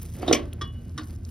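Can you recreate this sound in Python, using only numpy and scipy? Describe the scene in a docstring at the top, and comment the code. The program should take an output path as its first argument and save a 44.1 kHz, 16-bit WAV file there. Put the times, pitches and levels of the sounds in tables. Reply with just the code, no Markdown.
"""Shock absorber under a parked vehicle

Close up on a phone's microphones, a steel shock absorber is swung by hand: it rubs and bumps in its
mount, hits home with a loud clank, then taps twice, first ringing freely, then damped by the grip.
The underbody throws back a short echo. The hand brushes sandy ground, grit ticks, a far engine drones."""
import sys
import numpy as np
from scipy import signal
from scipy.fft import rfft, irfft, next_fast_len
from scipy.io import wavfile
from scipy.ndimage import map_coordinates

SR = 44100
rng = np.random.default_rng(int(sys.argv[2]) if len(sys.argv) > 2 else 0)


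def dump(signal):
    """Clip the signal to [-1, 1] and save it as 16-bit WAV at the path in sys.argv[1]."""
    limited = np.clip(np.atleast_2d(signal).T, -1, 1)
    pcm = np.round(limited * 32767).astype(np.int16)
    wavfile.write(sys.argv[1], SR, pcm)


N = 57330

# outdoor rumble: freq_hz, gain_db
AIR_COLOUR = [(20, -21), (38, 0.5), (60, 3.5), (120, 0), (170, -6), (250, -10.5), (400, -26), (700, -56),
              (1200, -40.5), (2500, -53), (6000, -53.5), (16000, -60.5)]
# tones of the far engine: pitch_hz, level_db
ENGINE_TONES = [(55, -56), (82, -39.5), (110, -47.5), (236, -55)]
# the hand brushing the ground: time_s, level_db
BRUSH_LEVEL = [(0, -47.5), (.08, -56), (.17, -52), (.26, -56.5), (.45, -68.5), (.58, -71.5), (.76, -67),
               (.93, -68), (1.06, -59.5), (1.13, -58), (1.2, -71.5), (1.3, -56)]
# hiss of the sand: freq_hz, gain_db
SAND_COLOUR = [(500, -0.5), (2000, -3), (4000, -3.5), (7000, 1.5), (10000, 0), (13000, -0.5), (15500, -8.5),
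               (17000, -27)]
# ticks of grit: start_s, level_db, pitch_hz
GRIT_TICKS = [(0.0208, -33.5, 12200), (0.0306, -23.5, 15000), (.154, -42.5, 2150), (0.1662, -39, 11000),
              (.456, -45, 6950), (0.529, -33, 2720), (0.5309, -35.5, 4810), (0.5339, -30.5, 10100),
              (0.8946, -45, 6000), (1.0342, -38.5, 5570), (1.0561, -41.5, 9300), (1.161, -43.5, 5700),
              (1.2503, -35, 5840)]
# the tube rubbing in its mount: time_s, level_db
RUB_LEVEL = [(0, -56.5), (.14, -57.5), (.2, -40.5), (.26, -39), (.39, -35), (.47, -48), (.52, -52.5),
             (.7, -55.5), (1.3, -58.5)]
# its low grumble: freq_hz, gain_db
RUB_COLOUR = [(100, -17.5), (275, 3.5), (420, 0), (720, -10), (900, -15.5), (1150, -17.5), (1500, -18.5),
              (3200, -24), (6000, -33), (12000, -48.5)]
# steel striking steel: start_s, level_db, tilt_db_per_octave, t60_s
CLANKS = [(.2224, -35.5, -9.5, 0.19), (0.327, -11, 7.5, 0.036), (0.3306, -10.5, -0.5, 0.036),
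          (0.3432, -26.5, 12, .075), (.347, -23, -6, 0.13)]
# resonances of the clank: freq_hz, gain_db
CLANK_COLOUR = [(300, -13.5), (650, 3.5), (860, -12), (1120, 4.5), (1450, -12.5), (2220, 8), (2700, 0.5),
                (3200, 12.5), (3650, -1.5), (4300, -2), (5300, 0.5), (5950, 6), (6900, -8.5), (8200, -6),
                (9000, -17), (10500, -28), (12000, -18), (13200, -58.5)]
# the eye catching on its bolt before the loud clank: start_s, level_db, t60_s
CATCHES = [(0.2773, -26.5, .024), (0.2795, -29.5, 0.053), (0.284, -30.5, 0.11)]
# resonances of the catch: freq_hz, gain_db
CATCH_COLOUR = [(500, 1), (1200, -3.5), (2000, -28), (3100, -4), (3750, 2.5), (4400, -11.5), (5700, -9),
                (7500, -17), (9500, -20.5), (12000, -32.5), (15000, -44.5)]
# single steel modes that stand out: start_s, pitch_hz, level_db, t60_s
PINGS = [(.223, 4640, -44, 0.1), (0.2297, 715, -22.5, 0.036), (.2802, 3720, -17, .026),
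         (0.3104, 701.4, -16.5, 0.038), (.3303, 2920, -52, 0.44), (.3303, 1527, -64, 4.2)]
# dull bumps in the mount: start_s, level_db, contact_s, relative_ring_db
BUMPS = [(0.23, -23, 0.00053, -11.5), (.2812, -17.5, 0.00058, -4.5), (.296, -18.5, 0.0011, -16.5),
         (0.3112, -8, 0.0006, -12.5), (0.3238, -13, .0011, -22.5), (0.3304, -21.5, 0.0012, -17)]
# dead thump of a bump: freq_hz, gain_db
THUMP_COLOUR = [(80, -35.5), (180, -16), (300, 21.5), (480, 1.5), (720, 1), (840, -16), (1130, -7),
                (1500, -11), (3000, -13.5), (6000, -37.5), (12000, -35)]
# modes of mount and chassis: pitch_hz
CHASSIS_PITCHES = [236, 272, 307, 333, 434, 477, 543, 585, 645, 715, 1085, 1145]
# those modes, in the same order: level_db, t60_s
CHASSIS_DECAYS = [(-11, 0.33), (-9, 0.5), (-3.5, 0.21), (-1.5, .2), (-30, 0.076), (-4, 0.086),
                  (-13.5, 0.12), (-19, .42), (-16, 0.24), (-9, 0.087), (-13.5, 0.24), (-14.5, 0.33)]
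# light ringing taps: start_s, ring_db, clack_db, tilt_db_per_octave
FREE_TAPS = [(.6115, -42.5, -32, -2), (.6162, -36, -33.5, 0)]
# modes of the free tube and its hollow body: pitch_hz, level_db, t60_s
FREE_TUBE = [(1109, -15, 0.3), (1187, 6, 0.07), (1598, -16.5, 0.37), (1871, -0.5, 0.051), (2340, -15, 0.1),
             (3149, -7.5, 0.094), (3366, -1, 0.2), (5136, -5, .065), (5610, -13.5, 0.14)]
FREE_HOLLOW = [(342, -1.5, 0.051)]
# taps damped by the grip: start_s, ring_db, clack_db, tilt_db_per_octave
HELD_TAPS = [(.9775, -37, -32, 1.5), (.9822, -34, -38, -1.5), (.9925, -39, -36.5, -4)]
# modes of the gripped tube and its hollow body: pitch_hz, level_db, t60_s
HELD_TUBE = [(1085, -5.5, 0.045), (1162, 3.5, 0.028), (1448, -0.5, 0.044), (1750, -12, 0.047),
             (1896, -3, 0.026), (2946, -18.5, 0.1), (3800, 6, 0.015)]
HELD_HOLLOW = [(309, -8, 0.17)]
# clack of a tap's contact: freq_hz, gain_db
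CLACK_COLOUR = [(200, -11), (330, 3.5), (600, -4.5), (900, -19), (1130, 6), (1900, -2.5), (2500, -9),
                (3750, 1), (4600, -7.5), (5500, -0.5), (7000, -11.5), (9500, -12), (12500, -30),
                (15500, -39.5)]
# short slides of steel on steel: middle_s, half_length_s, level_db
SCRAPES = [(0.644, 0.02, -54.5), (1.015, 0.026, -51.5), (1.101, 0.007, -54.5)]
# their rasp: freq_hz, gain_db
SCRAPE_COLOUR = [(900, 7), (1500, 6), (3300, -4.5), (5000, 2), (6500, -17), (14000, -42)]
# decay of the echo under the vehicle: freq_hz, t60_s
ECHO_DECAY = [(200, 0.37), (500, 0.23), (3000, 0.18), (7000, 0.089), (14000, 0.083)]
# the echo's mid (common to both channels) and side (opposed): freq_hz, gain_db
ECHO_MID = [(300, -1.5), (700, -4), (1200, -4.5)]
ECHO_SIDE = [(160, -20), (330, -11), (600, -4), (1200, -3), (2200, -15)]
# phase of the left channel ahead of the right, from the phone's stereo processing: freq_hz, lead_rad
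LEFT_LEAD = [(100, 0), (400, -.45), (1600, -.4), (2300, .5), (5200, .45), (6200, 1.9), (7350, 3.14),
             (8800, 4.3), (10100, 6.2), (11000, 6.4), (13400, 9.4), (15800, 12.4)]
# level of the left channel against the right: freq_hz, gain_db
LEFT_BALANCE = [(90, 0), (280, -2.9), (600, -3), (1100, -.7), (2000, 0)]
# the microphones' roll-off at both ends: freq_hz, gain_db
MIC_RESPONSE = [(18, -38.5), (26, -17.5), (36, 0), (15500, 0.5), (16600, -14)]

TIME_S = np.arange(N) / SR


def amp(db):
    """Decibels to gain."""
    return 10 ** (np.asarray(db) / 20)


def unit(x):
    """Scale to rms 1."""
    return x / np.sqrt(np.mean(x ** 2) + 1e-20)


def along(points, hz):
    """Read (freq_hz, value) points on a log axis."""
    freqs, values = np.transpose(points)
    return np.interp(np.log(hz + 1), np.log(freqs + 1), values)


def fader(points):
    """Gain at every sample from (time_s, level_db) points."""
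    return amp(np.interp(TIME_S, *np.transpose(points)))


def wobble(rate_hz):
    """A smooth random curve with rate_hz knots a second."""
    knots = rng.standard_normal(int(N * rate_hz / SR) + 4)
    return map_coordinates(knots, [TIME_S * rate_hz])


def filtered(x, response):
    """Pass x through a response given as a function of frequency."""
    size = next_fast_len(N + SR // 2)
    return irfft(rfft(x, size) * response(np.fft.rfftfreq(size, 1 / SR)), size)[..., :N]


def noise(colour, tilt_db=0):
    """Noise of rms 1 in a colour, tilted by tilt_db per octave."""
    white = rng.standard_normal(N)
    return unit(filtered(white, lambda hz: amp(along(colour, hz) + tilt_db * np.log2(hz + 100))))


def decay(start_s, t60_s, attack_s=0.00078):
    """Quick rise at start_s, then exponential decay."""
    age_s = np.maximum(TIME_S - start_s, 0)
    return (1 - np.exp(-age_s / attack_s)) * amp(-60 * age_s / t60_s)


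def ring(modes, start_s, contact_s=0, scatter_db=1):
    """A blow feeds modes in phase with what already rings; a long contact weakens the high ones."""
    out = np.zeros(N)
    for hz, db, t60_s in modes:
        gain = amp(db + scatter_db * rng.standard_normal()) / (1 + (hz * contact_s) ** 2)
        out += gain * decay(start_s, t60_s, attack_s=0.00099) * np.sin(2 * np.pi * hz * TIME_S)
    return out


def background(air_db=-38):
    """Low outdoor rumble and, far off, the wavering drone of an engine."""
    engine = np.zeros(N)
    for hz, db in ENGINE_TONES:
        gain = amp(db + 0.58 * wobble(7.1))
        engine += gain * unit(np.sin(2 * np.pi * hz * TIME_S + 0.52 * wobble(5.86)))
    return engine + amp(air_db) * noise(AIR_COLOUR)


def sand():
    """The hand brushes sandy ground: a hiss with a fine and a coarse grain."""
    return fader(BRUSH_LEVEL) * unit(noise(SAND_COLOUR) * amp(4.2 * wobble(700) + 2.8 * wobble(89)))


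def rub():
    """The tube grumbles unevenly as it turns in the mount."""
    return fader(RUB_LEVEL) * unit(noise(RUB_COLOUR) * amp(2.7 * wobble(70)))


def grit(width_octaves=0.65):
    """Single grains tick, each a tiny burst of noise around its own pitch."""
    out = np.zeros(N)
    for start_s, db, pitch_hz in GRIT_TICKS:
        white = rng.standard_normal(N)
        tick = filtered(white, lambda hz: (1 + (np.log2((hz + 1) / pitch_hz) / width_octaves) ** 2) ** -2)
        out += amp(db) * unit(tick) * decay(start_s, t60_s=0.008, attack_s=0.00052)
    return out


def clank():
    """The eye catches, slams home and chatters: steel modes so dense and short they sound as noise."""
    catch = sum(amp(db) * noise(CATCH_COLOUR) * decay(start_s, t60_s) for start_s, db, t60_s in CATCHES)
    strikes = sum(amp(db) * noise(CLANK_COLOUR, tilt_db) * decay(start_s, t60_s)
                  for start_s, db, tilt_db, t60_s in CLANKS)
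    return catch + strikes


def pings():
    """Single modes of the steel ring out of a contact."""
    return sum(ring([(hz, db, t60_s)], start_s) for start_s, hz, db, t60_s in PINGS)


def bumps(push_db=4, thump_db=-2, gap_hz=857, gap_q=3.6):
    """Each bump in the mount is one push and a dead thump, and rings the chassis."""
    modes = [(hz, db, t60_s) for hz, (db, t60_s) in zip(CHASSIS_PITCHES, CHASSIS_DECAYS)]
    out = np.zeros(N)
    for start_s, db, contact_s, ring_db in BUMPS:
        from_peak = (TIME_S - start_s - 0.0016) / contact_s
        push = (1 - 2 * from_peak ** 2) * np.exp(-from_peak ** 2)
        thump = noise(THUMP_COLOUR) * decay(start_s, t60_s=0.047, attack_s=0.00073)
        chassis = ring(modes, start_s, contact_s)
        out += amp(db) * (amp(push_db) * push + amp(thump_db) * thump + amp(ring_db) * chassis)
    # the mount hardly radiates between its low and its upper modes
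    return signal.lfilter(*signal.iirnotch(gap_hz, gap_q, SR), out)


def taps(contacts, modes, clack_t60_s, pivot_hz=2000):
    """A tap clacks and rings the tube; a harder contact tilts both towards the treble."""
    out = np.zeros(N)
    for start_s, ring_db, clack_db, tilt_db in contacts:
        tilted = [(hz, db + tilt_db * np.log2(hz / pivot_hz), t60_s) for hz, db, t60_s in modes]
        out += amp(ring_db) * ring(tilted, start_s)
        out += amp(clack_db) * noise(CLACK_COLOUR, tilt_db) * decay(start_s, clack_t60_s)
    return out


def singing(pitch_hz=2930, level_db=-45, beat_hz=10.4, beat_depth=0.58, first_dip_s=0.636):
    """After the ringing tap the tube sings on, swelling and dipping as two close modes beat."""
    t = TIME_S - first_dip_s
    pair = np.sin(2 * np.pi * pitch_hz * t) - beat_depth * np.sin(2 * np.pi * (pitch_hz + beat_hz) * t)
    return amp(level_db) * decay(start_s=FREE_TAPS[-1][0], t60_s=0.59) * pair


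def scrapes():
    """Rough, brief slides of the tube in its mount."""
    strokes = sum(amp(db) * np.exp(-((TIME_S - middle_s) / half_s) ** 2)
                  for middle_s, half_s, db in SCRAPES)
    return strokes * unit(noise(SCRAPE_COLOUR) * amp(3.5 * wobble(300)))


def underbody_echo(source, level_db=-7.5, build_s=0.0018):
    """A short stereo echo between ground and chassis, widest in the midrange; the treble dies first."""
    hz, t, spectra = signal.stft(rng.standard_normal((2, SR // 2)), SR, nperseg=256)
    fade = amp(-60 * t / along(ECHO_DECAY, hz)[:, None])
    tail = signal.istft(spectra * fade, SR, nperseg=256)[1]
    tail *= 1 - np.exp(-np.arange(tail.shape[1]) / SR / build_s)
    mid, side = signal.fftconvolve(source[None], tail / np.linalg.norm(tail[0]), axes=1)[:, :N]
    mid = filtered(mid, lambda hz: amp(along(ECHO_MID, hz)))
    side = filtered(side, lambda hz: amp(along(ECHO_SIDE, hz)))
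    return amp(level_db) * np.array([mid + side, mid - side])


def scene(low_cut_hz=239):
    """Under the vehicle: steel and its echo close by, sand on the ground, the engine in the distance."""
    free_taps = taps(FREE_TAPS, FREE_TUBE + FREE_HOLLOW, clack_t60_s=0.045)
    held_taps = taps(HELD_TAPS, HELD_TUBE + HELD_HOLLOW, clack_t60_s=0.054)
    metal = bumps() + clank() + pings() + rub() + scrapes() + free_taps + held_taps
    # the metal sounds carry little deep bass
    metal = signal.sosfilt(signal.butter(2, low_cut_hz, "high", fs=SR, output="sos"), metal)
    return metal + underbody_echo(metal) + singing() + sand() + grit() + background()


def record(dry, top_hz=16600):
    """A phone's stereo processing widens the treble by phase; the low mids lean right, both ends roll off."""
    sides = np.array([[0.5], [-0.5]])  # left, right

    def response(hz):
        phase = np.exp(1j * sides * along(LEFT_LEAD, hz))
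        gain = amp(sides * along(LEFT_BALANCE, hz) + along(MIC_RESPONSE, hz))
        return phase * gain * (hz < top_hz)

    return filtered(dry, response)


dry = scene()
out = record(dry)
dump(out)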